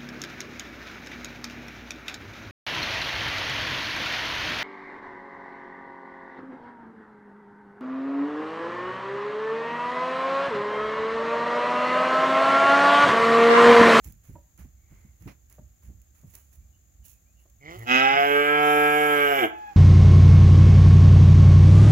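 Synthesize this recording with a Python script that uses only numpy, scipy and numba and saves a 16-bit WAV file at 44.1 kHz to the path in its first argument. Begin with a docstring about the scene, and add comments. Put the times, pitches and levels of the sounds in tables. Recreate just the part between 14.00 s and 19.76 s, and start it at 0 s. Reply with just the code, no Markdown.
"""In a straw-covered cattle pen, under a low rumble, an insect's trill and far birds, someone walks close by.
The steps are short damped thuds, grains of crushed straw and hollow knocks made of ringing modes.
Then a calf's pulsed folds ring a closed mouth in soft grunts, and one long bawl opens through moving resonances.
A thin squeal, a near-pure tone, joins in; the bawl breaks downward with a gulp and the squeal outlasts it.
Two spaced microphone ports hear the voice from the right, with echoes off ground and steel rails."""
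import sys
import numpy as np
from scipy import signal
from scipy.fft import rfft, irfft
from scipy.io import wavfile
from scipy.ndimage import uniform_filter1d
from numba import njit

SR = 44100
rng = np.random.default_rng(int(sys.argv[2]) if len(sys.argv) > 2 else 0)


def file_out(sig):
    """Save sig as 16-bit WAV at sys.argv[1]."""
    # one column per channel
    cols = np.atleast_2d(sig).T
    # limit, then scale
    lim = np.clip(cols, -1, 1)
    pcm = np.round(lim * 32767).astype(np.int16)
    wavfile.write(sys.argv[1], SR, pcm)


N = 254016

# Spectra list relative level; each coloured sound is brought to rms 1 before its own level applies.
# quiet air of the place: f/Hz, relative level/dB
AIR_COLOUR = [(59, -25), (100, -7), (166, -11), (334, -7), (379, -13.5), (812, -14), (962, -30),
              (1050, -19), (1930, -18.5), (2890, -23), (4800, -24), (6740, -22), (8320, -29.5),
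              (13300, -15.5), (15700, -17.5)]
AIR_DB = -69.5
# insect trill: f/Hz, relative level/dB
TRILL_COLOUR = [(5700, -30), (6400, -6), (6800, -2.5), (7100, -8), (7450, -5), (8100, -35)]
TRILL_RATE_HZ = 46.6
# low rumble: f/Hz, relative level/dB
RUMBLE_COLOUR = [(15, -29), (30, -33), (50, -8), (64, -2.5), (80, -10.5), (120, -20), (220, -29.5)]
RUMBLE_DB, RUMBLE_SWELL_S = -58, 0.068
# far birds: t/s, length/s, start f/Hz, end f/Hz, level/dB, hoarseness (0-1, scales the pitch wobble)
BIRD_NOTES = [(0.739, 0.46, 2116, 2056, -71.5, 0.56), (2.373, 0.064, 2940, 3000, -76, 0.06),
              (2.587, 0.072, 2260, 2380, -82, .1), (2.722, 0.056, 2840, 2960, -72.5, 0.2),
              (3.024, 0.076, 2950, 2735, -68, 0.2), (3.082, 0.12, 2760, 2400, -77, 0.42),
              (3.243, 0.088, 2210, 2630, -75, 0.15), (3.353, .09, 2860, 2830, -71, 0.2)]
# straw crushed underfoot; the last row is a soft fading rustle after the bawl:
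# t/s, crunch level/dB, crackle level/dB, length/s
STRAW_RUSTLES = [(0.031, -61, -50, 0.052), (0.227, -67, -60.5, 0.083), (0.574, -60, -57, 0.05),
                 (0.87, -68.5, -70, 0.16), (1.197, -67, -61.5, 0.066), (1.27, -50.5, -60.5, 0.03),
                 (1.492, -66, -61, 0.058), (1.817, -67.5, -62.5, 0.053), (2.137, -71.5, -65, 0.079),
                 (2.254, -75, -61, 0.15), (2.332, -61, -53, 0.039), (2.515, -74, -60.5, 0.04),
                 (3.037, -70.5, -50, 0.059), (3.387, -74, -64, 0.033), (3.688, -62, -57.5, 0.16),
                 (5.517, -57.5, -74, 0.36)]
# single stalks snapping: t/s, relative level/dB
STALK_SNAPS = [(0.044, -38), (0.1222, -45.5), (0.576, -52), (1.4977, -50), (1.5253, -46.5), (2.0158, -53),
               (2.3518, -36.5), (3.0495, -55), (3.498, -56), (3.7915, -45), (5.5856, -55), (5.674, -58)]
# spectra of the low crunch and the high crackle: f/Hz, relative level/dB
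CRUNCH_COLOUR = [(200, 10.5), (450, 2), (1000, 2), (2300, 3), (3500, -10), (6000, -9.5), (9000, -34)]
CRACKLE_COLOUR = [(2500, -9), (5000, -11.5), (6800, 4.5), (8500, -9.5), (11000, 3.5), (14000, -0.5),
                  (16000, 8)]
# heels on soft ground: t/s, relative level/dB, ring f/Hz, level of the rumble that follows/dB
HEELS = [(0.056, -39, 79, -44), (0.287, -40, 104, -48), (0.34, -42.5, 95, -74), (0.584, -45.5, 108, -47.5),
         (0.638, -43.5, 80.7, -55), (0.909, -45, 79, -51), (1.04, -46, 88, -54), (1.208, -44.5, 87, -56),
         (1.257, -30.5, 134, -60), (1.586, -43, 127, -50), (1.836, -53, 96.9, -45), (1.888, -41.5, 85, -47),
         (2.232, -44, 137, -50), (2.563, -63, 80, -50), (2.98, -69, 70, -52.5)]
# hollow knocks of footsteps: t/s, relative level/dB, brightness/(dB per octave)
STEP_KNOCKS = [(0.353, -45, 5), (0.377, -57, 0), (1.274, -50, -4), (1.581, -47.5, -1.5), (2.231, -58, 0),
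               (3.453, -57.5, -3)]
# modes struck by a step: f/Hz, relative level/dB, t60/s
KNOCK_MODES = [(317, 5, 0.068), (477, -12.5, 0.072), (566, -4, 0.18), (608, 3.5, 0.087), (730, -14, 0.1),
               (952, -8, 0.086), (1090, -24, 0.04), (1410, -20, .035), (1900, -27, 0.027)]
KNOCK_ATTACK_S = .004
# closed-mouth grunts: t/s, length/s, start f/Hz, end f/Hz, throat level/dB, fundamental level/dB
GRUNT_NOTES = [(3.59, 0.2, 129, 192.4, -45, -52.5), (3.743, 0.146, 104.5, 122.4, -50.5, -41)]
# spectrum of the grunts: f/Hz, relative level/dB
GRUNT_COLOUR = [(220, -6), (350, 1), (540, -4), (750, -5), (1000, -12.5), (1250, -8), (1650, -19),
                (2500, -20), (3000, -15.5), (3500, -23), (5000, -31), (7200, -29.5), (8200, -47)]
# a nasal resonance sinks through the first grunt
NASAL_START_HZ, NASAL_END_HZ, NASAL_WIDTH_HZ, NASAL_DB = 2140, 1960, 320, -1.5
# a faint low tone slides up under the bawl: t/s, length/s, start f/Hz, end f/Hz
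LOW_SLIDE = (4.05, .22, 118, 218)
SLIDE_DB = -47.5
# second, high voice: t/s, f/Hz, level/dB
SQUEAL_PATH = [(4.75, 816, -42), (4.92, 852, -45), (5.25, 852, -64), (5.46, 882, -51), (5.52, 857.5, -42),
               (5.7, 834.3, -37.5), (5.76, 750, -61)]
# its partials: multiple of the pitch, relative level/dB
SQUEAL_PARTIALS = [(1, 0), (2, -14), (3, -23), (4, -30)]
# pitch of the vocal folds during the bawl: t/s, f/Hz
FOLD_PITCH = [(3.86, 121.7), (3.926, 127.4), (4.004, 132.5), (4.19, 140.7), (4.266, 142.5), (4.55, 147.8),
              (4.874, 147.8), (4.992, 149.0), (5.068, 147.9), (5.276, 142.8), (5.32, 141.0), (5.385, 134.9)]
BREAK_HZ_PER_S = 400   # pitch fall after the last row, as the voice breaks
# unevenness of the folds: t/s, roughness (0-1)
FOLD_ROUGHNESS = [(3.87, .11), (4.05, .1), (4.5, .075), (5.1, .08), (5.35, .14), (5.42, .3), (5.48, .5)]
# course of the bawl: t/s, effort level/dB, mouth opening (0-1)
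CALL = [(3.86, -20.5, 0.17), (3.915, -0.8, 0.11), (3.97, 0.5, 0.05), (4.08, -1.5, 0.25), (4.2, -0.3, 0.24),
        (4.32, -0.95, 0.52), (4.44, -1.3, 0.54), (4.6, -0.8, 0.88), (4.85, -0.5, 0.83), (5.08, -1.05, 0.81),
        (5.2, 0.3, 0.59), (5.37, -3, 0.18), (5.44, -1.9, 0.46), (5.52, -41.5, 0.5)]
STRAIN_S = 0.29   # the pressed start relaxes to 1/e in this time
# nose, throat and mouth: centre f/Hz, shift with mouth open/Hz, width/Hz, level/dB,
# change with mouth open/dB, change under strain/dB, left-right level/dB
RESONANCES = [(240, 5, 84, -8, -22, 7.5, -2), (376.5, -2, 440, -6, -0.3, -5.5, -2.7),
              (686.3, 125, 43.5, 12, -24, -7, -0.1), (823.4, -72, 37.7, -13, 21.5, 21, -1.2),
              (1046, 22, 129, -14, 6.5, 0.5, -2.1), (1312, -23, 154, -5.5, 2.5, 6, -4),
              (1573, 31, 108, 0.34, -4.5, -0.5, -3.5), (2000, 184, 118, -6.5, 1, 4.5, -6.5),
              (2263, 151, 92, -3.5, -7, -8, -8), (2553, 110, 223, -15, -1.5, 15, -4),
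              (2912, -109, 180, -11, -4.5, 5.5, -1.5), (3184, -102, 270, -19, 4.5, 10, -6.5)]
CHEST_DB, CHEST_OPEN_DB, CHEST_STRAIN_DB = -50, 14, 7.5   # the fundamental through the chest, before effort
# edge of each fold closure: f/Hz, relative level/dB
RASP_COLOUR = [(3000, -45), (3600, 11), (4200, -5.5), (5100, 5), (5800, -5), (7000, -3.5), (8000, -22),
               (9000, -18.5)]
RASP_DB, RASP_STRAIN_DB = -50.5, 16.5   # before effort
# treble with the mouth narrow, then wide: f/Hz, relative level/dB
SIZZLE_NARROW = [(5600, -8), (6800, -11), (7600, -2), (8200, -18), (10000, -17), (12000, 6.5), (14500, 5),
                 (16000, -18)]
SIZZLE_WIDE = [(5800, -39), (6600, -2), (7600, -3), (8200, -17), (9200, 1), (10000, -4.5), (11300, 3.5),
               (13000, -1), (14500, -8.5), (16000, -12)]
# course of the treble: t/s, relative level/dB
SIZZLE_COURSE = [(3.86, -62), (3.952, -53), (4.03, -56), (4.646, -46), (5.352, -45), (5.44, -46.5),
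                 (5.52, -74)]
# hollow gulp of the throat as the voice breaks: f/Hz, relative level/dB
GULP_COLOUR = [(200, -28.5), (290, 4), (380, 6), (520, -24), (640, 6.5), (760, 5), (900, -8), (1100, -22)]
GULP_AT_S, GULP_LENGTH_S, GULP_DB = 5.441, .024, -23.5
# echoes off ground and rails: left delay/ms, right delay/ms, level/dB
ECHOES = [(2.6, 2.7, -19), (9.3, 11.2, -20), (19.0, 16.5, -22), (29.0, 33.0, -25)]
LEFT_LAG_MS = 0.4067
CUTOFF_HZ = 15750


def from_db(db):
    """Decibels to gain."""
    return np.exp(np.asarray(db) * (np.log(10) / 20))


def rms_one(x):
    """Scale to unit power."""
    return x / np.sqrt(np.mean(x ** 2) + 1e-20)


def seconds():
    """The time of every sample."""
    return np.arange(N) / SR


def in_time(rows):
    """The columns of a curve, sample by sample."""
    s, *columns = np.transpose(rows)
    return [np.interp(seconds(), s, c) for c in columns]


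def during(rows):
    """One while a curve lasts, with short fades."""
    return np.clip(np.minimum(seconds() - rows[0][0], rows[-1][0] - seconds()) / .015, 0, 1)


def pan(left_db):
    """Gains of the two channels for a left-right difference, at constant power."""
    return rms_one(from_db([[left_db / 2], [-left_db / 2]]))


def delayed(x, ms):
    """A later copy, between samples by linear interpolation."""
    whole, part = divmod(abs(ms) * SR / 1000, 1)
    late = np.concatenate([np.zeros(int(whole) + 1), x])
    return (1 - part) * late[1:N + 1] + part * late[:N]


def colour(x, points):
    """Shape a sound by a spectrum that falls 36 dB per octave beyond its ends; rms 1."""
    hz, db = np.transpose(points)
    octave = np.log2(np.fft.rfftfreq(N, 1 / SR) + 1)
    outside = np.abs(octave - np.clip(octave, np.log2(hz[0]), np.log2(hz[-1])))
    gain_db = np.interp(octave, np.log2(hz), db) - 36 * outside
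    return rms_one(irfft(rfft(x) * from_db(gain_db), N))


def stereo_noise(alike):
    """White noise, partly shared by both channels."""
    share = np.clip(alike, 0, 1)
    return np.sqrt(share) * rng.standard_normal(N) + np.sqrt(1 - share) * rng.standard_normal((2, N))


def drift(rate):
    """Smooth random wandering of rms 1; rate in Hz sets its speed."""
    count = N // 16
    hz = np.fft.rfftfreq(count, N / count / SR)
    slow = rms_one(irfft(rfft(rng.standard_normal(count)) / (1 + (hz / rate) ** 2), count))
    return np.interp(np.arange(N) * (count / N), np.arange(count), slow)


def evened(x):
    """Hold the power near 1 over a few voice cycles."""
    power = np.mean(np.atleast_2d(x) ** 2, axis=0)
    power = uniform_filter1d(uniform_filter1d(power, size=900), size=700)
    return x / np.sqrt(np.abs(power) + 1e-14)


def swell(start, length):
    """A quick rise to 1 at half the length, then a decay."""
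    age = np.arange(int(8 * length * SR)) / (SR * length / 2)
    return np.concatenate([np.zeros(max(int(start * SR), 0)), age * np.exp(1 - age), np.zeros(N)])[:N]


def glide(start, length, start_hz, end_hz):
    """Pitch and arched envelope of a short sliding note."""
    part = np.clip((seconds() - start) / length, 0, 1)
    return start_hz + (end_hz - start_hz) * part, np.sin(np.pi * part)


def at_microphones(x):
    """Sound from the right reaches the left port late; ground and rails add echoes."""
    left, right = np.broadcast_to(x, (2, N))
    left = left + sum(from_db(db) * delayed(left, ms) for ms, _, db in ECHOES)
    right = right + sum(from_db(db) * delayed(right, ms) for _, ms, db in ECHOES)
    return np.array([delayed(left, LEFT_LAG_MS), right])


def yard(x, t60, dull_hz):
    """Fences and trees return a dull scatter: decaying noise, low-passed, after a 12 ms gap."""
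    age = np.arange(SR) / SR
    tail = rng.standard_normal((2, SR)) * from_db(-60 * age / t60) * (age > .012)
    tail = signal.sosfilt(signal.butter(2, min(dull_hz, SR / 3), fs=SR, output="sos"), tail)
    return signal.fftconvolve(x, tail / np.sqrt(np.sum(tail ** 2) / 2), axes=1)[:, :N]


def outdoors(trill_db, trill_depth):
    """Quiet air is steady shaped noise; the insect's thin trill is a narrow noise band in fast pulses."""
    air = from_db(AIR_DB) * colour(stereo_noise(0.13), AIR_COLOUR)
    strokes = rms_one(1 + trill_depth * np.sin(2 * np.pi * TRILL_RATE_HZ * seconds()))
    trill = strokes * colour(stereo_noise(0.067), TRILL_COLOUR)
    return air + from_db(trill_db) * trill * pan(3.3)


def rumble():
    """A steady low rumble of shaped noise swells after every step; the powers add."""
    power = from_db(RUMBLE_DB) ** 2
    power = power + sum((from_db(db) * swell(s, RUMBLE_SWELL_S)) ** 2 for s, _, _, db in HEELS)
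    return np.sqrt(power) * colour(stereo_noise(0.94), RUMBLE_COLOUR) * pan(-3.7)


def bird(waver):
    """Far birds: gliding sine whistles whose pitch wobbles fast with hoarseness."""
    out, wobble = np.zeros(N), waver * drift(160)
    for s, length, start_hz, end_hz, db, hoarse in BIRD_NOTES:
        hz, arch = glide(s, length, start_hz, end_hz)
        out += from_db(db) * arch * np.sin(2 * np.pi * np.cumsum(hz * (1 + hoarse * wobble)) / SR)
    return at_microphones(out)


def straw(grain_db, snap_db, snap_length):
    """Stalks rustle in clumps of tiny cracks, noise of uneven level; a few snap on their own."""
    crunch = sum(from_db(db) * swell(s, length) for s, db, _, length in STRAW_RUSTLES)
    crackle = sum(from_db(db) * swell(s, length) for s, _, db, length in STRAW_RUSTLES)
    snaps = sum(from_db(db + snap_db) * swell(s, snap_length) for s, db in STALK_SNAPS)
    grains = from_db(grain_db * drift(260))
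    low = crunch * colour(stereo_noise(0.14) * np.sqrt(grains), CRUNCH_COLOUR)
    high = crackle * colour(stereo_noise(0.086) * grains, CRACKLE_COLOUR)
    high = high + snaps * colour(stereo_noise(0.28), CRACKLE_COLOUR)
    return low * pan(-5.0) + high * pan(-8.0)


def thuds(level_db, length, ground_hz, ground_db, ground_length, scuff_db):
    """Each heel gives a short damped push, and the ground answers deeper and longer, with a soft scuff."""
    out, pressure = np.zeros(N), np.zeros(N)
    for s, db, hz, _ in HEELS:
        near = slice(int(s * SR), int(s * SR) + SR)
        turn = 2 * np.pi * (seconds()[near] - s)
        out[near] += from_db(db) * swell(s, length)[near] * np.sin(hz * turn)
        out[near] += from_db(db + ground_db) * swell(s, ground_length)[near] * np.sin(ground_hz * turn)
        pressure += from_db(db) * swell(s, 1.86 * length)
    scuff = colour(stereo_noise(0.86), [(90, 5.5), (150, 8.5), (270, -0.5), (450, -17), (800, -23.5)])
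    return from_db(level_db) * (out + from_db(scuff_db) * pressure * scuff) * pan(-2.3)


def knocks(level_db, spread_db, crack_db, crack_length):
    """A step lands with a short crack and strikes every damped mode with a strength of its own."""
    out = np.zeros(N)
    age = np.arange(SR // 4) / SR
    crack = colour(rng.standard_normal(N), [(250, -2), (500, 7), (850, 4.5), (1500, -9.5), (3000, -24)])
    for s, db, tilt_db in STEP_KNOCKS:
        ring = np.zeros(len(age))
        strengths = rng.normal(0, 1, len(KNOCK_MODES))
        for (hz, mode_db, t60), own in zip(KNOCK_MODES, strengths):
            strike_db = mode_db + tilt_db * np.log2(hz / 650) + spread_db * own
            ring += from_db(strike_db - 60 * age / t60) * np.sin(2 * np.pi * hz * age) * np.sign(own)
        at = int(s * SR)
        out[at:at + len(age)] += from_db(db + level_db) * ring * (1 - np.exp(-age / KNOCK_ATTACK_S))
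        out += from_db(db + crack_db) * swell(s, crack_length) * crack
    return out * pan(-5.0)


def folds(pitch, rough, jitter=.02, shimmer=.7, puff_sharpness=1.6):
    """One sharp closure a cycle with a puff of turbulent air; timing and strength vary with roughness."""
    cycles = np.cumsum(pitch) / SR + jitter * rough * drift(36)
    from_closure = (cycles + .5) % 1 - .5
    offset = from_closure * SR / pitch   # in samples
    pulses = np.sqrt(SR / pitch) * np.sinc(offset) * np.exp(-(offset / 8) ** 2)
    pulses = pulses * (1 + shimmer * rough * drift(40))
    gate = .25 + np.exp(puff_sharpness * (np.cos(2 * np.pi * from_closure) - 1))
    fundamental = np.sqrt(2) * np.sin(2 * np.pi * cycles)
    return fundamental, pulses, rms_one(gate * rng.standard_normal(N))


@njit
def resonate(x, hz, width, sr):
    """A two-pole resonance with a moving centre."""
    r = np.exp(-np.pi * width / sr)
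    y = np.zeros(len(x))
    for i in range(2, len(x)):
        push = (1 - r * r) / 2 * (x[i] - x[i - 2])
        y[i] = push + 2 * r * np.cos(2 * np.pi * hz[i] / sr) * y[i - 1] - r * r * y[i - 2]
    return y


def grunts(breathiness):
    """Soft, airy fold pulses pass the closed mouth and nose; a low sine slides up after them."""
    out = np.zeros(N)
    nasal_hz, _ = glide(*GRUNT_NOTES[0][:2], NASAL_START_HZ, NASAL_END_HZ)
    for s, length, start_hz, end_hz, throat_db, fundamental_db in GRUNT_NOTES:
        hz, arch = glide(s, length, start_hz, end_hz)
        fundamental, pulses, puffs = folds(hz, rough=.25)
        source = pulses + breathiness * colour(puffs, [(200, -16), (2000, 3), (8000, 9)])
        nose = resonate(resonate(source, nasal_hz, NASAL_WIDTH_HZ, SR), nasal_hz, NASAL_WIDTH_HZ, SR)
        pressure = 2 * np.clip((seconds() - s) / length, 0, 1)   # builds through each note
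        voice = pressure * colour(source, GRUNT_COLOUR) + from_db(NASAL_DB) * arch * rms_one(nose)
        out += arch * (from_db(throat_db) * voice + from_db(fundamental_db) * fundamental)
    hz, arch = glide(*LOW_SLIDE)
    out += from_db(SLIDE_DB) * arch * np.sin(2 * np.pi * np.cumsum(hz) / SR)
    return at_microphones(out) * pan(-3.1)


def squeal(waver, flutter_db):
    """A second, near-pure oscillation in the larynx outlasts the bawl."""
    hz, level_db = in_time(SQUEAL_PATH)
    phase = 2 * np.pi * np.cumsum(hz * (1 + waver * drift(24.0))) / SR
    tone = sum(from_db(db + flutter_db * drift(25.0)) * np.sin(k * phase) for k, db in SQUEAL_PARTIALS)
    return evened(at_microphones(tone)) * from_db(level_db) * during(SQUEAL_PATH) * pan(-2.3)


def throat(source, mouth, strain, wander_db):
    """Resonances follow mouth and strain, their levels wavering; each acts twice to keep valleys dark."""
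    out = np.zeros((2, N))
    for hz, shift_hz, width, db, open_db, strain_db, left_db in RESONANCES:
        centre = hz + shift_hz * mouth
        ring = resonate(resonate(source, centre, width, SR), centre, width, SR)
        level_db = db + open_db * mouth + strain_db * strain + wander_db * drift(4.1)
        out += ring * from_db(level_db) * pan(left_db)
    # the soft walls of the mouth swallow what lies above the last resonance
    return signal.sosfilt(signal.butter(14, 3450, fs=SR, output="sos"), out)


def mouth_ring(x, length):
    """Dense high modes spread each closure over a few milliseconds; they wander, and differ on each side."""
    age = np.arange(SR // 100) / SR
    shape = age * np.exp(-age / length)

    def one_side():
        """Three random responses fade in and out of each other."""
        return sum(drift(1.15) * signal.oaconvolve(x, rng.standard_normal(len(age)) * shape)[:N]
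                   for _ in range(3))
    return np.array([one_side(), one_side()])


def bawl(turbulence, sizzle_db, hiss_share):
    """Fold pulses ring the throat; rasp and sizzle ride on every cycle, and a gulp ends the call."""
    (pitch,), (rough,), (effort_db, mouth) = in_time(FOLD_PITCH), in_time(FOLD_ROUGHNESS), in_time(CALL)
    since_break = np.maximum(seconds() - FOLD_PITCH[-1][0], 0)
    pitch = np.maximum(pitch - BREAK_HZ_PER_S * since_break, 80)
    strain = np.exp(-((seconds() - CALL[0][0]) / STRAIN_S) ** 2)
    fundamental, pulses, puffs = folds(pitch, rough)
    # turbulence is stronger toward the upper resonances
    breath = colour(puffs, [(200, -15), (900, -3.5), (1500, 5), (2500, 9), (4000, 19.5), (16000, -5.5)])
    source = pulses + turbulence * rough * breath
    voice = throat(source, mouth, strain, wander_db=1.0)
    voice += fundamental * from_db(CHEST_DB + CHEST_OPEN_DB * mouth + CHEST_STRAIN_DB * strain)
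    edge = evened(mouth_ring(pulses + hiss_share * puffs, length=0.002))
    voice += colour(edge, RASP_COLOUR) * from_db(RASP_DB + RASP_STRAIN_DB * strain) * pan(2.5)
    sizzle = (1 - mouth) * colour(edge, SIZZLE_NARROW) + mouth * colour(edge, SIZZLE_WIDE)
    sizzle = sizzle * from_db(in_time(SIZZLE_COURSE)[0] + sizzle_db) * pan(-11.5)
    gulp_shape = np.exp(-((seconds() - GULP_AT_S) / GULP_LENGTH_S) ** 2)
    gulp = from_db(GULP_DB) * gulp_shape * colour(source, GULP_COLOUR)
    return at_microphones((voice * from_db(effort_db) + sizzle + gulp) * during(CALL))


def scene():
    """The calf and the steps in the open pen; voice, knocks and birds also scatter from the yard."""
    background = rumble() + outdoors(trill_db=-69.5, trill_depth=0.26)
    steps = straw(grain_db=3.0, snap_db=-1.0, snap_length=0.0024)
    steps = steps + thuds(level_db=-0.5, length=0.014, ground_hz=67.6, ground_db=-15.0,
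                          ground_length=0.048, scuff_db=-7.0)
    far = bird(waver=0.0975)
    far = far + knocks(level_db=-5.5, spread_db=4.5, crack_db=-9.5, crack_length=0.009)
    far = far + grunts(breathiness=.8) + squeal(waver=.003, flutter_db=2.0)
    far = far + bawl(turbulence=1.82, sizzle_db=3.0, hiss_share=0.9)
    return background + steps + far + from_db(-16.5) * yard(far, t60=0.36, dull_hz=5500)


def record(dry):
    """A steep elliptic low-pass cuts the top."""
    return signal.sosfilt(signal.ellip(12, .1, 80, CUTOFF_HZ, fs=SR, output="sos"), dry)


dry = scene()
out = record(dry)
file_out(out)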